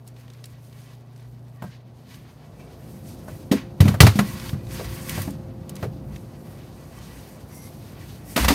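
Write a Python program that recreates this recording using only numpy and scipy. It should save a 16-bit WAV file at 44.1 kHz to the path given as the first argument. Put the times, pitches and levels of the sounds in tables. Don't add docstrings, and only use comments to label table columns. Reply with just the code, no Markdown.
import sys
import numpy as np
from scipy import signal
from scipy.fft import rfft, irfft
from scipy.io import wavfile
from scipy.ndimage import uniform_filter1d

SR = 44100
rng = np.random.default_rng(int(sys.argv[2]) if len(sys.argv) > 2 else 0)


def unload_wav(signal):
    wavfile.write(
        sys.argv[1],
        SR,
        np.round(np.clip(np.atleast_2d(signal).T, -1, 1) * 32767).astype(np.int16),
    )


def voltage_ratio(level):
    return 10 ** (np.asarray(level, float) / 20)


N = 376613


def along(table):
    s, *columns = np.transpose(table)
    return [np.interp(np.arange(N) / SR, s, c) for c in columns]


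def unit(x):
    return x / np.sqrt(np.mean(x ** 2))


def colour(x, points):
    hz, db = np.transpose(points)
    f = np.arange(len(x) // 2 + 1) * SR / len(x) + 1
    curve_db = np.interp(np.log(f), np.log(hz), db)
    return unit(irfft(rfft(x) * voltage_ratio(curve_db), len(x)))


def walk(rate):
    k = int(SR / rate)
    steps = np.repeat(rng.standard_normal(N // k + 1), k)
    return 1.14 * uniform_filter1d(uniform_filter1d(steps, k), k)[:N]


def tones(lines, waver_db):
    t = np.arange(N) / SR
    out = np.zeros(N)
    for hz, db in lines:
        sine = np.sqrt(2) * np.sin(2 * np.pi * (hz * t + rng.random()))
        out += voltage_ratio(db + waver_db * walk(4.1)) * sine
    return out


def ring(modes, centre_hz, octaves, fall_db, luck, t):
    hz, db, t60 = np.array(modes, float).T[:, :, None]
    above = np.log2(hz / centre_hz)
    share = np.exp(-.5 * (above / octaves) ** 2) + (above > 0) * voltage_ratio(fall_db * (2 + above))
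    spot = voltage_ratio(1.5 * luck[:len(modes), None])
    waves = np.sin(2 * np.pi * hz * t) * 1000 ** (-t / t60)
    y = np.sum(share * voltage_ratio(db) * spot * waves, axis=0)
    return y / np.sqrt(np.mean(y[t < .03] ** 2))


# time in seconds, nearness in dB.
NEARNESS = [(0, -10), (1.0, -11), (1.9, -10), (2.2, -7.5), (2.4, -9), (2.65, -4), (2.96, 0), (3.64, 2),
            (4.32, 4), (5.16, 4.5), (5.79, 3), (6.16, 2), (6.41, -1), (6.87, -2), (7.38, -1.5),
            (7.75, -2.5), (8.08, -1), (8.54, -3)]


def near_gain(base_db, db_per_near_db):
    return voltage_ratio(base_db + db_per_near_db * along(NEARNESS)[0])


def at_table():
    return np.interp(np.arange(N) / SR, (2.1, 2.65), [1, 0])


# pitch in Hz, level in dB before the hum's overall gain.
HUM_LINES = [(120.5, -2.5), (241, -21.5)]


def low_hum():
    gain = near_gain(-49.5, 2.2) + voltage_ratio(-42.5) * at_table()
    return gain * tones(HUM_LINES, 2.0)


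# frequency in Hz, relative level in dB.
RUSH_COLOUR = [(150, -49), (260, -4.5), (322, -11.5), (355, -9), (404, -6.5), (531, -11), (652, -9),
               (1600, -27), (2080, -42.5), (3520, -120)]


def air_rush():
    noise = colour(rng.standard_normal(N), RUSH_COLOUR)
    return noise * near_gain(-50, .2) * voltage_ratio(-5 * at_table() + .7 * walk(20))


# frequency in Hz, relative level in dB.
RUMBLE_COLOUR = [(15, -40.5), (25, -21), (42, -14.5), (59, 7.5), (75, -3), (91, 4.5), (150, 2.5),
                 (167, 0.5), (203, 0.5), (330, -9.5), (430, -45), (730, -120)]


def compressor_rumble():
    noise = colour(rng.standard_normal(N), RUMBLE_COLOUR)
    return noise * near_gain(-40, 1.1) * voltage_ratio(1.6 * walk(9))


def drone():
    return near_gain(-50, .5) * tones([(148.5, 0)], 1.8)


# pitch in Hz, level in dB before the fan's overall gain.
FAN_LINES = [(351, 6.5), (525, 5)]


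def fan_tones():
    return near_gain(-62.5, 1.6) * tones(FAN_LINES, 1)


# time in seconds, level in dB.
WHINE_LEVEL = [(0, -95), (2.2, -92), (2.96, -80), (5.2, -77), (5.5, -71), (5.9, -72), (6.35, -82),
               (7.5, -84), (7.8, -76), (8.1, -85), (8.54, -85)]


def whine():
    return voltage_ratio(along(WHINE_LEVEL)[0]) * tones([(14400, 0)], 1.5)


# start in seconds, end in seconds, grit level in dB, fine hiss above grit in dB, onset in dB per second.
GRAIN_BURSTS = [(.07, .08, -66, 0, 300), (.17, .26, -60, -8, 300), (.3, .38, -61, -5, 200),
                (.45, .53, -60, -4, 300), (.65, .69, -63, 0, 150), (.8, .94, -58.5, -3, 150),
                (1.2, 1.6, -68, -1, 100), (1.63, 1.74, -56, -11, 300), (2.12, 2.14, -53, -5, 160),
                (2.22, 2.45, -64, -5, 100), (2.6, 2.72, -60, -4, 60), (2.87, 2.95, -60, 0, 80),
                (3.08, 3.36, -59, 4, 60), (3.52, 3.54, -35, -10, 3000), (3.82, 3.9, -40, -5, 2000),
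                (4.01, 4.09, -37, -14, 2000), (4.17, 4.49, -42, -2, 300), (4.745, 5.22, -46, 1, 150),
                (5.085, 5.11, -41, 1, 400), (5.15, 5.23, -44, 3, 200), (5.7, 5.71, -55, -8, 500),
                (5.77, 5.86, -56, -4, 300), (6.15, 6.2, -62, 1, 60), (6.46, 6.52, -60, 4, 100),
                (6.6, 8.05, -59.5, -5, 40), (7.02, 7.2, -54, 0, 40), (7.55, 7.67, -60, 8, 150),
                (7.8, 7.86, -61, 5, 60), (8.04, 8.1, -52, -3, 80), (8.3, 8.35, -54, 5, 150),
                (8.365, 8.42, -29, -2, 3000), (8.485, 8.6, -29, -1, 2000)]


def grain_gains():
    t = np.arange(N) / SR
    grit_power = near_gain(-64, .45) ** 2
    hiss_power = near_gain(-68.5, .45) ** 2
    for start, end, db, fine_db, onset in GRAIN_BURSTS:
        rise_db = onset * np.clip(start - t, 0, 1)
        sag_db = 6 * np.clip(t - start, 0, .5)
        release_db = min(onset, 190) * np.clip(t - end, 0, 1)
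        power = voltage_ratio(db - rise_db - sag_db - release_db) ** 2
        grit_power = grit_power + power
        hiss_power = hiss_power + power * voltage_ratio(fine_db) ** 2
    return np.sqrt(grit_power), np.sqrt(hiss_power)


def patchy(x, depth_db, rate):
    spectrum = rfft(x)
    hz = np.arange(len(x) // 2 + 1) * SR / len(x)
    octave = np.clip(np.log2(hz / 500 + 1e-9), 0, 5)
    out = np.zeros(len(x))
    for k in range(6):
        band = irfft(spectrum * np.clip(1 - abs(octave - k), 0, 1), len(x))
        out += band * voltage_ratio(depth_db * walk(rate))
    return out


# frequency in Hz, relative level in dB.
GRIT_COLOUR = [(530, -32), (900, -4), (1400, -1), (1520, -1), (2290, -1), (4670, -5.5), (5740, -14),
               (6500, -12), (8450, -38), (14300, -120)]
# frequency in Hz, relative level in dB.
HISS_COLOUR = [(2650, -40), (4500, -10), (5770, -4.5), (6560, -7), (7740, -5), (8410, -1.5), (10200, -3.5),
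               (13100, -1.5), (15500, -6.5)]
# pitch in Hz, relative level in dB, seconds to fall 60 dB if nothing else damps it.
GLASS_MODES = [(1088, -3.5, .09), (1148, 24, 0.027), (1456, -9.5, .1), (1694, -9, .1), (1980, 10, 0.16),
               (2313, 2, .1), (2300, -10.5, .07), (2665, 6.5, 0.062), (3110, 6, 0.06), (3370, -8.5, .08),
               (4230, -15.5, .09), (4900, -5, .05), (5400, -18.5, .06)]


def slide():
    grit_gain, hiss_gain = grain_gains()
    bumps_db = 2.6 * uniform_filter1d(rng.exponential(size=N), size=8)
    grains = rng.standard_normal(N) * voltage_ratio(bumps_db)
    catch = walk(35)
    body = ring(GLASS_MODES, 2400, 1.2, -20, np.zeros(len(GLASS_MODES)), np.arange(SR // 8) / SR)
    rung = unit(signal.fftconvolve(grains * voltage_ratio(4.0 * walk(40)), body)[:N])
    grit = unit(colour(grains, GRIT_COLOUR) + .4 * rung)
    grit = grit * grit_gain * voltage_ratio(1.2 * catch + 1.6 * walk(60))
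    hiss = colour(grains, HISS_COLOUR) * hiss_gain * voltage_ratio(0.64 * catch + 1.5 * walk(60))
    return patchy(grit + hiss, depth_db=1.8, rate=22)


# frequency in Hz, relative level in dB.
SNAP_COLOUR = [(2000, -5), (4000, 5), (8000, -3), (14000, -3.5), (20000, -22)]


def paste():
    hiss_gain = grain_gains()[1]
    rate, end_s = 90, 1.7
    pops = (rng.random(N) < rate / SR) * voltage_ratio(3.0 * rng.exponential(size=N))
    pops = pops * (np.arange(N) < end_s * SR)
    tail = np.convolve(pops, np.exp(-np.arange(128) / 10.0))[:N]
    strength = voltage_ratio(-61) * (hiss_gain / hiss_gain[0]) ** .7
    return strength * tail * colour(rng.standard_normal(N), SNAP_COLOUR)


# time in seconds, peak level in dB, centre in Hz.
LIGHT_TICKS = [(0.0755, -34.5, 9000), (0.0844, -45, 6010), (0.164, -44, 2250), (0.279, -42, 1980),
               (0.3007, -40, 3450), (0.3347, -43.5, 5000), (0.348, -47, 1880), (0.4404, -32, 4260),
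               (0.4555, -36, 9000), (0.7262, -42.5, 3030), (1.161, -46, 4320), (1.1951, -47.5, 1990),
               (2.143, -40, 3500), (1.622, -31, 1300), (4.3977, -28, 3200), (4.4922, -26.5, 2470),
               (4.6675, -39, 3500), (4.7084, -38, 3000), (5.0931, -23, 3200), (5.094, -22, 12000),
               (5.1644, -36.5, 2060), (5.218, -20.5, 13800), (5.3053, -32.5, 9430), (5.6936, -26, 8430),
               (5.7543, -33, 8410), (5.7638, -31.5, 4280), (6.1603, -32, 2500), (6.9862, -41, 5150)]


def ticks():
    t = np.arange(SR // 10) / SR
    out, noise = np.zeros(N + len(t)), rng.standard_normal(N + len(t))
    for s, peak_db, hz in LIGHT_TICKS:
        now = slice(int(s * SR), int(s * SR) + len(t))
        body = colour(noise[now], [(0.061 * hz, -40), (0.26 * hz, -8), (hz, 0), (2.4 * hz, -9), (6 * hz, -32)])
        tick = body * (1 - np.exp(-t / 0.0007)) * 1000 ** (-t / .027)
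        out[now] += voltage_ratio(peak_db) * tick / np.abs(tick).max()
    return out[:N]


# start in seconds, end in seconds, pitch in Hz, width in Hz, level in dB before flutter and fades.
SQUEAKS_AND_DOOR_HISS = [(1.615, 1.72, 1580, 30, -55), (1.55, 1.72, 1880, 40, -64),
                         (2.55, 2.7, 2300, 60, -63), (2.54, 2.68, 2650, 60, -66),
                         (6.35, 6.41, 1900, 20, -68), (6.42, 6.55, 1900, 15, -63),
                         (7.51, 7.71, 2100, 50, -61), (7.5, 7.67, 5800, 200, -58),
                         (7.51, 7.72, 11250, 220, -57), (8.06, 8.14, 3500, 120, -66),
                         (4.48, 4.74, 2450, 40, -65), (8.41, 8.47, 9300, 500, -38)]


def squeaks_and_door_hiss():
    t, out = np.arange(N) / SR, np.zeros(N)
    for start, end, hz, width, db in SQUEAKS_AND_DOOR_HISS:
        peak = [(hz - 9 * width, -50), (hz - 2 * width, -16), (hz, 0), (hz + 2 * width, -16), (hz + 9 * width, -50)]
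        tone = colour(rng.standard_normal(N), peak)
        fades = np.clip(np.minimum(t - start, end - t) / .035, 0, 1)
        out += voltage_ratio(db + 1.5 * walk(45)) * tone * fades
    return out


# pitch in Hz, relative level in dB, seconds to fall 60 dB.
BOARD_MODES = [(62, 0, .3), (80, -3, .25), (98, 3, .24), (114, 0, .16), (135, 1, .14), (152, -1, .14),
               (172, -1, .16), (203, 2, .18), (228, -2, .14), (250, -2, .14), (275, -1, .17),
               (320, -3, .11), (360, -3, .11), (406, 0, .13), (450, -1, .1), (495, -1, .1), (560, -2, .09),
               (640, 0, .09), (700, -2, .08), (770, 0, .08), (880, -2, .07)]
# time in seconds, clack level in dB, treble snap level in dB, thump level in dB, thump centre in Hz.
BLOWS = [(1.621, -26, -64, -28, 162), (1.637, -33, -68, -27, 140), (3.28, -27, -57, -39, 145),
         (3.514, -18, -25, -7.5, 245), (3.522, -26, -31, -20, 430), (3.804, -13, -19, 2, 120),
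         (3.853, -22, -36, -9, 196), (3.879, -16, -26, -8.5, 143), (3.906, -30, -57, -19, 105),
         (3.94, -18.5, -41, -18, 130), (4.004, 6, 2, 5.5, 128), (4.029, -6.5, -31, 5, 104.7),
         (4.066, -4.5, -17, -18, 102), (4.155, -33, -36, -14, 190), (4.189, -6, -21, -10, 175),
         (4.53, -29, -50, -15, 129), (4.797, -28, -50, -29, 500), (4.843, -34, -39, -22.5, 70),
         (5.153, -36.5, -37.5, -22.5, 147), (5.176, -21.5, -57.5, -18, 114),
         (5.275, -26.5, -57.5, -22.5, 231), (5.826, -20.5, -41, -17.5, 125), (5.84, -40, -51, -27, 430),
         (8.362, -8.5, -18, -16.5, 230), (8.375, -12, -25.5, -18, 250), (8.398, -24, -44, -11, 61.3),
         (8.43, -20, -32, -21, 190), (8.445, -11, -21, -15.5, 70), (8.482, -4, -11, -15, 185),
         (8.504, -15, -38, -12, 262)]


def knocks():
    t = np.arange(SR // 2) / SR
    out, noise = np.zeros(N + len(t)), rng.standard_normal(N + len(t))
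    snap = colour(rng.standard_normal(N + len(t)), SNAP_COLOUR)
    luck = rng.standard_normal((len(BLOWS), 40))
    for (s, clack_db, snap_db, thump_db, thump_hz), chance in zip(BLOWS, luck):
        now = slice(int(s * SR), int(s * SR) + len(t))
        t60 = np.clip(.045 - .001 * clack_db, .004, .4)
        shape = (1 - np.exp(-t / 0.0022)) * (1000 ** (-t / t60) + 0.1 * 1000 ** (-t / .25))
        hard = np.clip(voltage_ratio(.5 * (snap_db - clack_db)), .1, 1)
        wood = [(140, -30), (330, -7), (600, 0), (700 + 3500 * hard, -8), (1400 + 9000 * hard, -30)]
        clack = colour(noise[now], wood) * shape
        glass = hard * ring(GLASS_MODES, 5000 * hard, 0.74, -20, chance[24:], t)
        glass = glass * 1000 ** (-t / (3 * t60))
        rise = 1 - np.exp(-t * thump_hz / .8)
        thump = ring(BOARD_MODES, thump_hz, 0.28, -5, chance, t) * rise
        out[now] += voltage_ratio(clack_db) * (0.5 * clack + 0.16 * glass)
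        out[now] += voltage_ratio(snap_db) * snap[now] * shape
        out[now] += voltage_ratio(thump_db) * thump
    return out[:N]


def scene():
    machines = low_hum() + air_rush() + compressor_rumble() + drone() + fan_tones() + whine()
    contacts = slide() + paste() + ticks() + squeaks_and_door_hiss() + knocks()
    return (machines + contacts)[None]


def top_cut(x):
    return signal.sosfilt(signal.butter(12, 15630, fs=SR, output="sos"), x)


def record(dry):
    x = signal.sosfilt(signal.butter(4, 52, "high", fs=SR, output="sos"), dry)
    x = signal.sosfilt(signal.ellip(8, .2, 60, 15700, fs=SR, output="sos"), x)
    mix = np.clip(x, -1, 1)
    return top_cut(mix)


dry = scene()
out = record(dry)
unload_wav(out)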